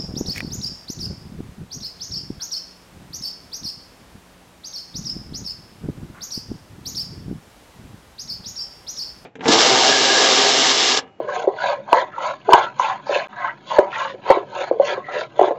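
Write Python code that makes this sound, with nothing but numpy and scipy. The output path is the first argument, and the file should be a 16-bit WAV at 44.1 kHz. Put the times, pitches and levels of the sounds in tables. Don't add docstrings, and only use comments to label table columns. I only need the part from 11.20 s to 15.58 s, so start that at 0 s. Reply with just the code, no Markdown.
import sys
import numpy as np
from scipy import signal
from scipy.io import wavfile
from scipy.ndimage import uniform_filter1d

SR = 44100
rng = np.random.default_rng(int(sys.argv[2]) if len(sys.argv) > 2 else 0)


def bounce(signal):
    frames = np.transpose(np.atleast_2d(signal))
    limited = np.clip(frames, -1, 1)
    pcm = np.round(limited * 32767).astype(np.int16)
    wavfile.write(sys.argv[1], SR, pcm)


def ratio(d):
    e = np.asarray(d, float) / 20
    return 10 ** e


N = 193334

# fastest_s, speeding_up_s, slowing_down_s, froth_db, palms_over_froth_db
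STROKES = [(-0.02, .1, 0.24, -56, -30), (0.172, 0.15, 0.16, -38, -7.5), (0.484, 0.18, 0.13, -31, -15),
           (0.767, 0.12, .14, -33.5, -12), (1.067, 0.15, 0.14, -35.5, -10.5), (1.359, 0.13, 0.19, -29, -13),
           (1.648, 0.12, 0.19, -32.5, -12.5), (1.952, 0.14, 0.16, -31.5, -12.5),
           (2.26, 0.23, 0.069, -46, -16), (2.532, 0.12, 0.21, -37.5, -10.5),
           (2.808, 0.12, 0.15, -35.5, -10.5), (3.112, .10, 0.14, -32.5, -19),
           (3.409, 0.16, 0.15, -35.5, -12), (3.688, 0.12, 0.14, -31.5, -15), (3.987, 0.16, .11, -35.5, -15),
           (4.245, 0.14, 0.12, -37.5, -12.5)]
# pitch_hz, width_hz, level_db
BOTTOM = [(530, 49, -5.5), (590.3, 15.6, 2.5), (624.2, 16, 1.5), (679, 180, -4.5), (740, 51, 1),
          (754, 44, 1)]
WALL = [(765, 40, -24), (890, 18, -3), (966, 45.6, -2), (1001.6, 27, -3.5), (1061, 13, 2.5),
        (1058.4, 34.6, 1)]
RIM = [(1260, 40, -4), (1320, 40, -2), (1360, 40, -3), (1470, 60, -5), (1545, 40, -1), (1680, 60, -3),
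       (1965, 60, -7), (2200, 120, -11)]
# belly_db, bottom_db, wall_db, rim_db, froth_db, palms_db
REST_DB = (-62.5, -56.5, -60.5, -58.5, -59.5, -76)
TURN_DROP_DB = 34.5
SWISH_SHAPE = 1.71


def rms_one(x):
    return x / np.sqrt(np.mean(x ** 2) + 1e-20)


def evened(x, span_s=0.04):
    span = round(span_s * SR)
    power = uniform_filter1d(uniform_filter1d(x ** 2, size=span), size=span)
    return x / np.sqrt(power + 1e-20)


def drift(rate):
    r = np.exp(-80 * np.pi * rate / SR)
    slow = signal.lfilter([1], [1, -2 * r, r * r], rng.standard_normal(N // 40 + 2002))[2000:]
    return np.interp(np.arange(N) / 40, np.arange(len(slow)), rms_one(slow))


def resonate(x, hz, width_hz):
    r = np.exp(-np.pi * width_hz / SR)
    zeros = np.array([1, 0, -1]) * (1 - r * r) / 2
    poles = [1, -2 * r * np.cos(2 * np.pi * hz / SR), r * r]
    return signal.lfilter(zeros, poles, x)


def bandpass(x, low_hz, high_hz, order):
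    return signal.sosfilt(signal.butter(order, [low_hz, high_hz], "band", fs=SR, output="sos"), x)


def grains(per_s, spread_db):
    sizes = ratio(spread_db * np.minimum(rng.exponential(1, N), 4)) * rng.choice([-1, 1], N)
    return sizes * (rng.random(N) < per_s / SR) + 1e-18


def banded(source, spectrum, patchy_db, patch_rate, count):
    hz_points, db_points = np.transpose(spectrum)
    octaves = np.log2(hz_points[-1] / hz_points[0])
    edges = np.geomspace(hz_points[0], hz_points[-1], int(count * octaves) + 1)
    out = 0
    for k, (low, high) in enumerate(zip(edges, edges[1:])):
        level_db = np.interp(np.log(low * high) / 2, np.log(hz_points), db_points)
        flicker_db = patchy_db * drift(patch_rate)
        out = out + bandpass(source[k % 2], low, high, 2) * ratio(level_db + flicker_db)
    return rms_one(out)


def swells(peak_db, lag_s, stretch, drop_db, shape):
    fastest_s, rise_s, fall_s = np.transpose(STROKES)[:3, :, None]
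    at = np.arange(0, N + 64, 64)
    t = at / SR - fastest_s - lag_s
    away = np.abs(t) / (stretch * np.where(t < 0, rise_s, fall_s))
    gain = np.sqrt(np.sum(ratio(peak_db - drop_db * away ** shape) ** 2, axis=0))
    return np.interp(np.arange(N), at, gain)


def patches(source, rows, sharpness):
    edge = 3.5
    out = np.zeros(N)
    for s, length, hz, db in rows:
        first, last = round((s - 2 * length) * SR), round((s + 2 * length) * SR)
        at = np.arange(max(first, 0), min(last, N))
        ring = resonate(resonate(source[at], hz, hz / sharpness), hz, 3 * hz / sharpness)
        window = np.exp(-np.abs(2 * (at / SR - s) / length) ** edge)
        out[at] += ratio(db) * evened(ring, 0.027) * window
    return out


def contacts():
    # start_s, peak_db, pitch_hz, belly_db, t60_s
    blows = [(0.001, -7, 530, -8.5, 0.013), (0.272, -1, 556, -7, 0.047), (0.44, -11, 748, -44, 0.024),
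             (0.728, 8.5, 942, -19, 0.012), (0.769, -23, 930, -8, 0.036), (1.284, -6.5, 677, -3, 0.077),
             (1.29, 0.5, 810, -42, 0.012), (1.322, -3, 936, -29, 0.13), (1.331, 13.5, 989, -15, 0.034),
             (1.344, -0.5, 838, -53, 0.043), (1.595, -5, 1008, -40.5, 0.07), (1.893, -10, 596, -21, 0.036),
             (1.958, -10, 558, -19, 0.055), (2.584, 7, 594, -12, 0.045), (3.1, 4, 546, -16, 0.041),
             (3.101, -4, 915, -32, 0.081), (3.111, -7.5, 490, -25.5, 0.008), (3.167, -7.5, 533, -3, 0.032),
             (3.511, -0.5, 515, -12, 0.022), (3.597, 0.5, 558, -28.5, 0.066), (4.192, 3, 662, -18.5, 0.021),
             (4.211, 4, 722, -9, 0.037), (4.275, -10, 554, -4, 0.035), (4.307, -4, 546, -12.5, 0.016)]
    # start_s, peak_db, pitch_hz
    light_taps = [(0.088, -18, 1080), (0.239, -15.5, 615), (0.284, -17.5, 722), (0.484, -44, 604),
                  (0.523, -17.5, 800), (0.677, -26, 920), (0.743, -9, 916), (0.801, -26, 655),
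                  (0.822, -23, 580), (0.98, -18, 948), (1.052, -14.5, 1001), (1.866, -25, 906),
                  (1.905, -9.5, 567), (2.243, -14, 1037), (2.278, -19, 1310), (2.506, -19, 960),
                  (2.516, -17, 880), (2.62, -9.5, 576), (2.727, -21, 1370), (2.939, -23.5, 513),
                  (3.062, -23, 968), (3.721, -17.5, 542), (3.773, -17.5, 535), (3.884, -22, 740),
                  (4.233, -12.5, 440)]
    taps = [(s, db, hz, -8.5 - 30 * np.log2(hz / 500), 0.049) for s, db, hz in light_taps]
    return sorted(list(blows) + taps)


def skids(centre_hz, belly):
    skid_db, belly_skid_db, reach = -21.5, -15.5, 0.47
    rise_s, t60_s = 0.004, 0.27
    kicks = np.zeros(N) + 1e-18
    for s, peak_db, pitch_hz, contact_belly_db, _ in contacts():
        if belly:
            near = ratio(contact_belly_db + belly_skid_db)
        else:
            near = ratio(skid_db) * np.exp(-(np.log(pitch_hz / centre_hz) / reach) ** 2)
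        kicks[round(s * SR)] += ratio(min(peak_db, 3.0)) * near
    eased = np.convolve(kicks, np.hanning(round(rise_s * SR)) * 2 / (rise_s * SR))[:N]
    return signal.lfilter([1], [1, -ratio(-60 / (t60_s * SR))], eased)


def rub(modes, stumbles):
    wander_db = 4.5
    rings = 0
    for k, (hz, width_hz, db) in enumerate(modes):
        driven = stumbles * ratio(db + wander_db * drift(6.55))
        rings = rings + (-1) ** k * resonate(driven, hz, width_hz)
    return evened(bandpass(rings, 0.85 * modes[0][0], 1.15 * modes[-1][0], 3))


def rubbing_head(stumbles):
    # pitch_hz, width_hz, level_db
    belly_modes = [(371, 26, 0), (441, 48, -3), (460, 12, 3.5)]
    # lag_s, pressure_db, lean_bottom_to_wall_db, belly_db, rim_db
    bearing = [(0.039, -42.5, -3, 2.5, -9), (0, -28, -6, -13.5, -8), (0.0049, -24, -1, -51, -6.5),
               (0, -21.5, -1, -21.5, -7.5), (0, -26.5, 1, -45, -11.5), (0, -25, 4.5, -9, -1.5),
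               (0.013, -27, 12, -34, -4), (0.0061, -27, -2.5, -26, -1.5), (0.019, -34, 11.5, -40.5, 6),
               (0.033, -25, 4, -22.5, -9), (0, -29, 10, -22.5, 1), (0.00038, -24.5, 5.5, -4.5, -5),
               (0.0064, -30, -5, -8, -3), (0.012, -29, -2.5, -2, 1), (0.0056, -29.5, -7.5, -3, -2.5),
               (0.002, -30, -6, -0.5, -6.5)]
    lag_s, press_db, lean_db, belly_db, rim_db = np.transpose(bearing)[:, :, None]
    families = [(belly_modes, belly_db), (BOTTOM, -lean_db / 2), (WALL, lean_db / 2), (RIM, rim_db)]
    out = 0
    for k, (modes, family_db) in enumerate(families):
        stroke_gain = swells(press_db + family_db, lag_s, 0.91, TURN_DROP_DB, 1.92)
        skid_gain = skids(np.mean(modes, axis=0)[0], belly=k == 0)
        out = out + (stroke_gain + skid_gain + ratio(REST_DB[k])) * rub(modes, stumbles)
    return out


def drags(stumbles):
    # middle_s, length_s, pitch_hz, level_db
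    held_spots = [(0.104, 0.077, 544, -27), (0.198, 0.073, 459, -30.5), (0.12, 0.083, 1620, -32.5),
                  (0.412, 0.059, 1468, -26.5), (0.448, 0.038, 1615, -26), (0.502, .05, 547, -24),
                  (0.583, 0.092, 555, -33), (0.745, 0.047, 680, -14), (1.023, 0.18, 1325, -32),
                  (1.116, 0.045, 564, -31), (1.115, 0.051, 1340, -37.5), (1.305, 0.054, 444, -18),
                  (1.396, 0.064, 792, -25), (1.438, 0.11, 1356, -29.5), (1.727, 0.065, 768, -27.5),
                  (2.231, 0.12, 721, -33), (2.677, 0.034, 627, -42), (2.75, 0.047, 1873, -31),
                  (2.88, 0.13, 541, -36), (2.845, 0.12, 1100, -31.5), (2.983, 0.049, 565, -45),
                  (3.143, 0.01, 940, -20.5), (3.349, 0.048, 922, -31), (3.412, .06, 560, -26.5),
                  (3.551, 0.082, 460, -26.5), (3.79, 0.072, 1090, -34.5), (3.877, 0.084, 1956, -38.5),
                  (3.898, .06, 1324, -34.5), (3.966, 0.041, 520, -25.5), (3.64, 0.042, 574, -19)]
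    return patches(stumbles, held_spots, sharpness=22)


def knocks():
    reach, body, damping = 0.32, 0.29, 1.37
    belly_hz, contact_s = 385, 0.0012
    out, t = np.zeros(N), np.arange(round(0.15 * SR)) / SR
    hz = np.array(BOTTOM + WALL + RIM)[:, :1]
    mode_rings = np.sin(2 * np.pi * hz * t)
    for s, peak_db, pitch_hz, belly_db, t60_s in contacts():
        chance_db = 3 * rng.standard_normal((len(hz), 1))
        share = np.exp(-(np.log(hz / pitch_hz) / reach) ** 2) * ratio(chance_db)
        ring = np.sin(2 * np.pi * pitch_hz * t) + body * np.sum(share * mode_rings, axis=0) / 2
        ring = ring / np.abs(ring).max() + ratio(belly_db + 2.0) * np.sin(2 * np.pi * belly_hz * t)
        onset = (1 - np.exp(-(t / contact_s) ** 2)) ** 2
        ring = ring * onset * ratio(-60 * (t / max(t60_s, 0.01)) ** damping)
        at = round(s * SR)
        out[at:at + len(t)] += (ring / np.abs(ring).max() * ratio(peak_db))[:N - at]
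    return signal.sosfilt(signal.butter(6, 320, "high", fs=SR, output="sos"), out)


def froth(fizz):
    # pitch_hz, density_db_per_hz
    froth_colour = [(2000, -4), (2400, 0), (3000, -2), (3600, -2), (4000, -4), (4450, -5), (4700, -15),
                    (5200, -23), (5700, -21)]
    froth_db = np.transpose(STROKES)[3, :, None]
    bubbles = banded(fizz, froth_colour, patchy_db=4.5, patch_rate=10.0, count=10)
    gain = swells(froth_db, 0, 0.85, TURN_DROP_DB, SWISH_SHAPE) + ratio(REST_DB[4])
    return gain * evened(bubbles)


def splashes(fizz):
    # middle_s, length_s, pitch_hz, level_db
    thrown_froth = [(0.115, 0.052, 4000, -54), (0.407, .06, 2980, -46), (0.795, 0.05, 1840, -29.5),
                    (0.808, 0.033, 3300, -36), (0.934, 0.067, 1710, -46), (1.213, 0.013, 2740, -50),
                    (1.436, 0.049, 3290, -36), (1.606, .03, 6240, -38.5), (1.647, 0.044, 2650, -34.5),
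                    (1.70, 0.096, 1680, -39), (1.888, .05, 4630, -44.5), (1.953, 0.047, 2620, -26),
                    (2.02, 0.069, 2420, -36.5), (2.252, 0.068, 1940, -47), (2.277, 0.081, 2750, -46),
                    (2.505, 0.067, 3300, -39.5), (2.744, 0.072, 2590, -37), (2.747, 0.033, 3300, -42),
                    (2.822, 0.21, 3000, -42), (2.899, 0.064, 1830, -40), (2.902, .07, 3440, -47),
                    (3.05, 0.066, 2640, -50), (3.45, .09, 1750, -43.5), (3.674, 0.064, 5700, -42.5),
                    (3.71, 0.062, 3270, -34.5), (3.946, .05, 3700, -47), (3.969, 0.11, 1710, -32),
                    (4.007, .06, 3850, -40.5), (4.026, 0.056, 2270, -41), (4.28, .06, 1970, -42.5)]
    return patches(fizz, thrown_froth, sharpness=6.5)


def palms(fizz):
    # pitch_hz, width_hz
    skin_hz, skin_width_hz = (6500, 1300)
    froth_db, over_froth_db = np.transpose(STROKES)[3:, :, None]
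    uneven = fizz * ratio(3.6 * drift(87))
    skin = resonate(resonate(uneven, skin_hz, skin_width_hz), skin_hz, skin_width_hz)
    gain = swells(froth_db + over_froth_db, -0.0044, 0.9, 1.1 * TURN_DROP_DB, SWISH_SHAPE)
    return (gain + ratio(REST_DB[5])) * evened(skin)


def kitchen():
    # pitch_hz, density_db_per_hz
    air_colour = [(70, -33), (100, -27), (200, 8), (350, 17.5), (600, -15.5), (1000, 9.5), (1400, -14),
                  (2400, -27), (3200, -23.5), (4300, -28), (4800, -23), (6500, -24.5), (7300, -12)]
    # pitch_hz, width_hz, level_db (rms)
    hums = [(130.4, 56, -52.5), (202, 11, -54.5)]
    white = rng.standard_normal((2, N))
    out = ratio(-51.5) * banded(white, air_colour, patchy_db=-2.5, patch_rate=10.0, count=4)
    hum_source = rng.standard_normal(N)
    for hz, width_hz, db in hums:
        tone = resonate(resonate(hum_source, hz, width_hz), hz, width_hz)
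        out = out + ratio(db) * rms_one(tone)
    return out


def scene():
    clumps_db = 2.5 * drift(40)
    stumbles = grains(1200, spread_db=4.5) * ratio(clumps_db)
    fizz = [grains(5500, spread_db=3.5) * ratio(0.83 * clumps_db) for _ in range(2)]
    pot = rubbing_head(stumbles) + drags(stumbles) + knocks()
    swish = froth(fizz) + splashes(fizz[1]) + palms(fizz[0])
    return (pot + swish + kitchen())[None]


def band_limit(x):
    return signal.sosfilt(signal.butter(12, 15800, fs=SR, output="sos"), x)


def record(dry):
    narrow = signal.sosfilt(signal.ellip(8, 1, 55, 7100, fs=SR, output="sos"), dry)
    mirrored = narrow * np.sin(2 * np.pi * 15600 * np.arange(N) / SR)
    narrow = narrow + ratio(-35) * bandpass(mirrored, 8700, 9500, 4)
    hiss = ratio(-89) * rng.standard_normal(N) + 0.0003
    # cut_s, scrap_from_s, scrap_to_s, full_s
    cut, scrap, again, full = (2.0733, 2.082, 2.0851, 2.098)
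    gate_s = [cut, cut + 1 / SR, scrap, again, again + 1 / SR, full]
    gate = np.interp(np.arange(N) / SR, gate_s, [1, 0.01, 0.01, 0.9, 0.1, 1])
    mix = np.clip((narrow + hiss) * gate, -1, 1)
    return band_limit(mix)


dry = scene()
out = record(dry)
bounce(out)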